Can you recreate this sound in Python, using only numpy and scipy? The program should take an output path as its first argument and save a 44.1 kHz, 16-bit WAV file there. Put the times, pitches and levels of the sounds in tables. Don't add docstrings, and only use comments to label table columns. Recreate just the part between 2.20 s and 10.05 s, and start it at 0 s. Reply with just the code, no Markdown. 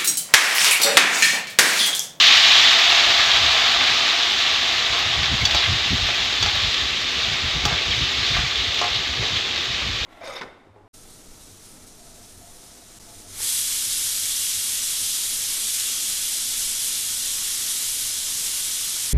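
import sys
import numpy as np
from scipy import signal
from scipy.fft import rfft, irfft, next_fast_len
from scipy.io import wavfile
from scipy.ndimage import uniform_filter1d, minimum_filter1d, map_coordinates

SR = 44100
rng = np.random.default_rng(int(sys.argv[2]) if len(sys.argv) > 2 else 0)


def wav_out(sig):
    wavfile.write(sys.argv[1], SR, np.round(np.clip(np.atleast_2d(sig).T, -1, 1) * 32767).astype(np.int16))


N = 346185


def amp(db):
    return 10 ** (np.asarray(db) / 20)


def unit(x):
    return x / np.sqrt(np.mean(x ** 2) + 1e-20)


def along(points, hz):
    f, v = np.transpose(points)
    return np.interp(np.log(hz + 1), np.log(f + 1), v)


def curves(rows):
    s, *columns = np.transpose(rows)
    return [np.interp(np.arange(N) / SR, s, column) for column in columns]


def wobble(rate):
    knots = rng.standard_normal(int(N * rate / SR) + 4)
    return map_coordinates(knots, [np.arange(N) * rate / SR])


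def filtered(x, response):
    m = next_fast_len(N + SR // 2)
    return irfft(rfft(x, m) * response(np.fft.rfftfreq(m, 1 / SR)), m)[:N]


def colour(x, spectrum, size=2 ** 15):
    level_db = np.maximum(along(spectrum, np.fft.rfftfreq(size, 1 / SR)), -170)
    cepstrum = irfft(np.log(amp(level_db)), size)
    cepstrum[1:size // 2] *= 2
    cepstrum[size // 2 + 1:] = 0
    fade = np.hanning(size)[size // 2:]
    impulse = irfft(np.exp(rfft(cepstrum)), size)[:size // 2] * fade
    return signal.fftconvolve(x, impulse / np.linalg.norm(impulse))[:N]


def patchy(depth_db):
    z = signal.stft(rng.standard_normal(N + 512), nperseg=256)[2]
    across_pitch = uniform_filter1d(rng.standard_normal(z.shape), 4, 0)
    field = uniform_filter1d(across_pitch, 10, 1)
    return unit(signal.istft(z * amp(depth_db * unit(field)), nperseg=256)[1][:N])


def bursts(count, spread_db, life):
    where, size = rng.random((count, 2)).T
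    energy = amp(-spread_db * np.log(size + .003)) ** 2
    starts = np.bincount((where * N).astype(int), energy, N)
    power = signal.lfilter([1], [1, -np.exp(-1 / (life * SR))], starts)
    return unit(np.sqrt(power) * rng.standard_normal(N))


def ring(modes, t, scatter_db, tilt_db=0):
    out = 0
    for hz, db, t60 in modes:
        level_db = db + tilt_db * np.log2(hz / 900) + scatter_db * rng.normal()
        out = out + amp(level_db - 60 * t / t60) * np.sin(2 * np.pi * hz * t)
    return out


def add(track, s, sound):
    part = track[round(s * SR):][:len(sound)]
    part += sound[:len(part)]


# time_s, sizzle_db, seethe_db
FRY = [(0, -11.5, -29), (.33, -12.5, -27.5), (.65, -15, -26), (1.33, -17, -26), (2.14, -19.5, -31),
       (3.0, -21.5, -31), (4.4, -21.5, -35), (4.66, -23, -38), (5.2, -23, -35.5), (5.6, -23.5, -35.5),
       (6.16, -22.5, -37.5), (6.85, -24.5, -38), (7.32, -24.5, -37.5), (7.85, -26, -41.5)]
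# (per Hz, relative)
SIZZLE = [(530, -44.5), (900, -13.5), (961, -24.5), (1140, -7.5), (1450, -14), (1680, -6.5), (2550, -2.5),
          (3630, 2), (5520, -11), (6840, -16), (8310, -30), (10800, -51), (18300, -120)]
# (per Hz, relative)
SEETHE = [(180, -42), (300, -20), (385, -21.5), (547, -18), (691, -1), (909, -8), (1140, -5), (2200, -5),
          (2860, -27), (4840, -120)]
# (per Hz, relative)
SPRAY = [(7000, -40), (8500, -7.5), (10000, -12), (11000, -9), (12000, -2.5), (13200, -13), (14200, -10),
         (15700, -13), (18000, -11.5)]
# pitch_hz, level_db, t60_s
PAN = [(411, -12, 0.33), (468, -18, 0.46), (633, -6, 0.065), (702.5, -1, 0.16), (830, -5, 0.44),
       (1060, -15, 0.34), (1085, -9, 0.51), (1180, -1, 0.13), (1268, -5, 0.36), (1347, -5, .15),
       (1690, -2, 0.12), (2100, -16, 0.048), (2456, 6, 0.066)]
SPRAY_DB, SPRAY_GROWS = -54.5, 1.07


def frying():
    sizzle_db, seethe_db = curves(FRY)
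    spray_db = SPRAY_DB + SPRAY_GROWS * (sizzle_db - sizzle_db.mean())
    boil_db = 0.32 * wobble(8) + 0.34 * wobble(25)
    small = bursts(count=16000, spread_db=3.0, life=0.00095)
    sizzle = unit(colour(patchy(0.93) + 0.6 * small, SIZZLE))
    spray = unit(colour(patchy(1.2) + .5 * small, SPRAY))
    large = patchy(0.24) + 0.75 * bursts(count=2500, spread_db=2.0, life=0.0028)
    seethe = colour(large, SEETHE)
    wall = signal.fftconvolve(seethe, ring(PAN, np.arange(SR // 2) / SR, 0))[:N]
    low = unit(seethe + 0.31 * unit(wall))
    return amp(boil_db) * (amp(sizzle_db) * sizzle + amp(seethe_db) * low + amp(spray_db) * spray)


# time_s, level_db
BREEZE = [(0, -50.5), (.8, -49), (.9, -47), (1.3, -41.5), (1.75, -48), (1.85, -52), (2.3, -48.5),
          (2.7, -45), (3.2, -39), (4.9, -46), (5.4, -40), (5.75, -44), (7.2, -45), (7.4, -45), (7.85, -38)]
# middle_s, length_s (at half strength), buffet_db, edge_db
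GUSTS = [(0.885, 0.034, -44, -54), (1.162, 0.047, -43, -51), (1.24, 0.043, -41.5, -46),
         (1.71, 0.043, -44, -50), (2.721, 0.039, -40, -55.0), (2.878, 0.061, -41, -49.0),
         (3.003, 0.1, -32.0, -43), (3.128, 0.049, -27, -26.5), (3.224, 0.048, -27.3, -32.8),
         (3.352, 0.043, -34, -39.7), (3.52, 0.072, -24.5, -35), (3.732, 0.053, -24.9, -24),
         (3.84, 0.081, -30, -41), (4.02, 0.051, -42, -40.6), (4.25, 0.056, -29.9, -40.7),
         (4.363, 0.039, -34.4, -44), (4.457, 0.055, -31.5, -40.2), (4.627, 0.056, -39, -55),
         (4.742, 0.04, -43, -50), (4.98, 0.043, -42, -46), (5.111, 0.115, -39, -40),
         (5.252, 0.065, -32.5, -38.1), (5.368, 0.064, -32.5, -33), (5.454, 0.039, -26.5, -28),
         (5.527, 0.05, -28, -34), (5.702, 0.076, -34, -40), (5.814, 0.072, -29.5, -31.5),
         (6.015, 0.052, -35, -55.0), (6.117, 0.034, -31, -42), (6.165, 0.04, -29, -38),
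         (6.2, 0.032, -28, -31.5), (6.24, 0.046, -29, -44), (6.406, 0.047, -35.5, -46.7),
         (6.495, 0.038, -35.2, -55.0), (6.785, 0.051, -38, -52), (6.907, 0.055, -37, -58),
         (7.006, 0.055, -30, -39.5), (7.14, 0.051, -34.5, -50), (7.525, 0.069, -40, -46.8),
         (7.685, 0.094, -33.8, -38.2), (7.821, 0.025, -40, -50)]
# (per Hz, relative)
BUFFET = [(12, -42), (20, -23), (41, -1), (64, 5.5), (119, 0), (180, -11.5), (230, -26), (400, -120)]
# (per Hz, relative)
EDGE = [(40, -58), (80, -24), (130, -1), (200, -2), (320, -11), (500, -32), (1000, -150)]
LUMPS_DB, LUMPS_PER_S = 2, 14
EDGE_SHARE = .7


def wind():
    breeze_db, = curves(BREEZE)
    low = unit(colour(rng.standard_normal(N), BUFFET))
    edge = unit(colour(rng.standard_normal(N), EDGE))
    out = amp(breeze_db + LUMPS_DB * wobble(LUMPS_PER_S)) * low
    for s, length, buffet_db, edge_db in GUSTS:
        for noise, span, db in (low, length, buffet_db), (edge, EDGE_SHARE * length, edge_db):
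            swell = np.hanning(round(2 * span * SR))
            puff = swell * noise[round((s - span) * SR):][:len(swell)]
            add(out, s - span, amp(db) * unit(puff) / unit(swell).max())
    return out


# pitch_hz, width_hz, level_db
KITCHEN = [(112, 13, -1), (202.5, 10.3, 0), (253, 18, 1), (308, 31, -4), (351, 21, -2), (384, 9.2, 3.5),
           (465, 45, 1), (577, 78, -1.5)]


def air():
    def room(f):
        power = sum(amp(db) ** 2 / (1 + ((f - hz) / (w / 2)) ** 2) for hz, w, db in KITCHEN)
        band_edges = 1 + (f / 700) ** 4 + (75 / (f + 1)) ** 4
        return np.sqrt(power) / band_edges
    return amp(-41.5) * unit(filtered(patchy(0.75), room))


# start_s, treble_db, body_db
SPITS = [(0.0712, -39, -26), (0.599, -41, -23.5), (0.6908, -41, -26), (1.4794, -46, -25.5),
         (1.669, -48, -20.5), (2.5232, -46, -28.5), (2.6693, -49, -27), (2.788, -42, -16),
         (3.3094, -49, -15), (3.7365, -47, -30.5), (3.8665, -45, -21.5), (3.9444, -48.5, -15),
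         (4.0477, -48, -24), (4.3545, -42, -29.5), (4.54, -49, -14), (6.1485, -51, -26), (6.542, -45, -18),
         (6.5894, -50, -17), (6.7594, -50, -20), (7.1684, -52, -25), (7.359, -55, -20), (7.4394, -50, -24)]
# (per Hz, relative)
CRACK = [(7000, -33), (8500, -14), (10000, -14), (11000, -8), (12000, 1), (13200, -8), (15700, -8),
         (18000, -11)]
SPIT_T60_S = 0.041


def spits():
    fine, body, t = np.zeros(N), np.zeros(N), np.arange(SR // 5) / SR
    for s, treble_db, body_db in SPITS:
        puff = amp(-60 * t / SPIT_T60_S) * rng.standard_normal(len(t))
        add(fine, s, amp(treble_db) * puff)
        add(body, s, amp(body_db) * np.clip(t / 0.0017, 0, 1) * puff)
    return colour(fine, CRACK) + colour(body, SIZZLE)


# start_s, length_s, centre_hz, level_db
STROKES = [(0.977, .06, 1610, -20), (1.474, 0.034, 2500, -25), (1.597, 0.037, 1500, -22),
           (1.664, 0.036, 2600, -18.5), (3.028, 0.037, 2840, -19), (3.34, 0.099, 3800, -23.5),
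           (3.422, 0.067, 2150, -24), (4.26, .04, 2000, -33), (4.326, 0.13, 794, -35),
           (5.472, 0.12, 895, -26.5), (5.576, 0.043, 2800, -26), (5.69, 0.1, 3220, -28),
           (5.808, 0.11, 3430, -26), (6.01, 0.12, 3530, -27.5), (6.13, 0.17, 2100, -27.5),
           (6.576, 0.033, 2700, -30), (6.741, 0.073, 3520, -24), (7.027, 0.12, 1100, -36),
           (7.035, 0.072, 3400, -29), (7.153, 0.065, 3280, -25.5), (7.57, 0.091, 895, -32)]
# pitch_hz, level_db (relative)
MICROPHONE = [(200, -1), (5000, 6), (7500, -0.5), (10000, -30), (12000, -19), (16000, -33)]
STROKE_SPREAD_HZ = 1850


def strokes():
    out = np.zeros(N)
    grit = patchy(4.4) + 0.56 * bursts(count=6000, spread_db=3.5, life=0.0018)
    for s, length, centre_hz, db in STROKES:
        n = round(length * SR)
        hz = np.fft.rfftfreq(n, 1 / SR)
        octaves = np.log2(hz / centre_hz + 1e-9)
        bell = np.exp(-(octaves * centre_hz / STROKE_SPREAD_HZ) ** 2)
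        rubbing = rfft(grit[round(s * SR):][:n])
        band = irfft(rubbing * amp(along(MICROPHONE, hz)) * bell, n)
        swell = np.sin(np.pi * np.sqrt(np.linspace(0, 1, n)))
        add(out, s, amp(db) * swell * unit(band))
    return out


# start_s, pan_db, clink_db, crack_db (treble), hardness_db (per octave), clack_db
KNOCKS = [(0.986, -31, -39.5, -60, -3, -28), (1.162, -36, -44.5, -52, 8, -28),
          (1.61, -29, -39, -58, 1, -32), (3.213, -47, -36, -48, -7, -26), (3.252, -43, -15, -41, 0, -19),
          (3.346, -25.5, -26, -42, -3, -15.5), (3.887, -32, -54.5, -60, -1, -29),
          (4.226, -28.5, -21, -49, -4, -19), (4.26, -29, -26, -54, -7, -23),
          (5.452, -22.5, -25, -38, -4.5, -14), (6.166, -30, -30.5, -65, -2, -23),
          (6.613, -21, -29, -61, -5.5, -21), (6.641, -26, -38.5, -65, -6.5, -24),
          (7.024, -34, -45, -62, -11, -35)]
# pitch_hz, level_db, t60_s
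LADLE = [(2681, -4, .035), (3420, 3, .04), (4570, 0, .055), (5227, -10, .045), (5900, -5, .045),
         (6557, -10, .045), (6900, -12, .045), (12070, -18, .08), (13000, -16, .05), (15000, -12, .05)]
LANDING_S = .002
CLACK_FOLLOWS = 0.26


def ladle():
    rings, cracks, clacks = np.zeros(N), np.zeros(N), np.zeros(N)
    t = np.arange(SR // 3) / SR
    press = np.clip(t / LANDING_S, 0, 1)
    octave = np.log2(np.maximum(np.fft.rfftfreq(len(t), 1 / SR), 900) / 2500)
    snap = 1 + 0.4 * amp(-60 * ((t - LANDING_S) / 0.0017) ** 2)
    for s, pan_db, clink_db, crack_db, hard_db, clack_db in KNOCKS:
        steel = ring(LADLE, t, 1.5)
        wall = ring(PAN, t, 2.5, hard_db)
        damped_wall = amp(pan_db - 60 * t / 0.19) * wall
        add(rings, s, press * (amp(clink_db) * steel + damped_wall))
        noise = rng.standard_normal(len(t))
        add(cracks, s, amp(crack_db - 60 * t / 0.082) * noise)
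        tilted = irfft(rfft(noise) * amp(CLACK_FOLLOWS * hard_db * octave), len(t))
        add(clacks, s, amp(clack_db - 60 * t / 0.041) * press * snap * tilted)
    return colour(rings, MICROPHONE) + colour(cracks, CRACK) + colour(clacks, MICROPHONE)


# start_s, length_s, start_hz, end_hz, level_db
SQUEALS = [(3.211, 0.016, 2210, 2080, -20), (3.352, 0.06, 4200, 3190, -22), (3.447, 0.022, 2200, 2000, -20),
           (5.702, 0.035, 3490, 2950, -23), (5.732, 0.011, 2330, 2180, -21),
           (6.061, 0.041, 3040, 3440, -25), (6.14, 0.027, 2240, 1844, -23)]


def squeals():
    out, rough = np.zeros(N), 1 + .5 * wobble(700)
    for s, length, start_hz, end_hz, db in SQUEALS:
        u = np.linspace(0, 1, round(length * SR))
        phase = 2 * np.pi * np.cumsum(start_hz + (end_hz - start_hz) * u) / SR
        add(out, s, amp(db) * np.sin(np.pi * u) * np.sin(phase))
    return rough * out


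# pitch_hz, t60_s
TILES = [(300, 1), (3000, 0.28), (12000, 0.18)]


def tiles(x):
    hz, t, z = signal.stft(rng.standard_normal(SR // 3), SR, nperseg=256)
    decay = amp(-60 * t / along(TILES, hz)[:, None])
    tail = signal.istft(z * decay, SR, nperseg=256)[1]
    delayed = np.pad(x, (200, 0))
    return signal.fftconvolve(delayed, tail / np.linalg.norm(tail))[:N]


def scene():
    hits = ladle() + spits() + squeals() + strokes()
    fry = frying()
    room = tiles(amp(-14) * fry + amp(-10) * hits)
    return (fry + hits + room + wind() + air())[None]


TOP_HZ = 15720


def record(dry):
    need = np.minimum(1, .94 / (np.abs(dry[0]) + 1e-9))
    gain = uniform_filter1d(minimum_filter1d(need, size=257), size=129)
    return filtered(gain * dry[0], lambda hz: hz < TOP_HZ)[None]


dry = scene()
out = record(dry)
wav_out(out)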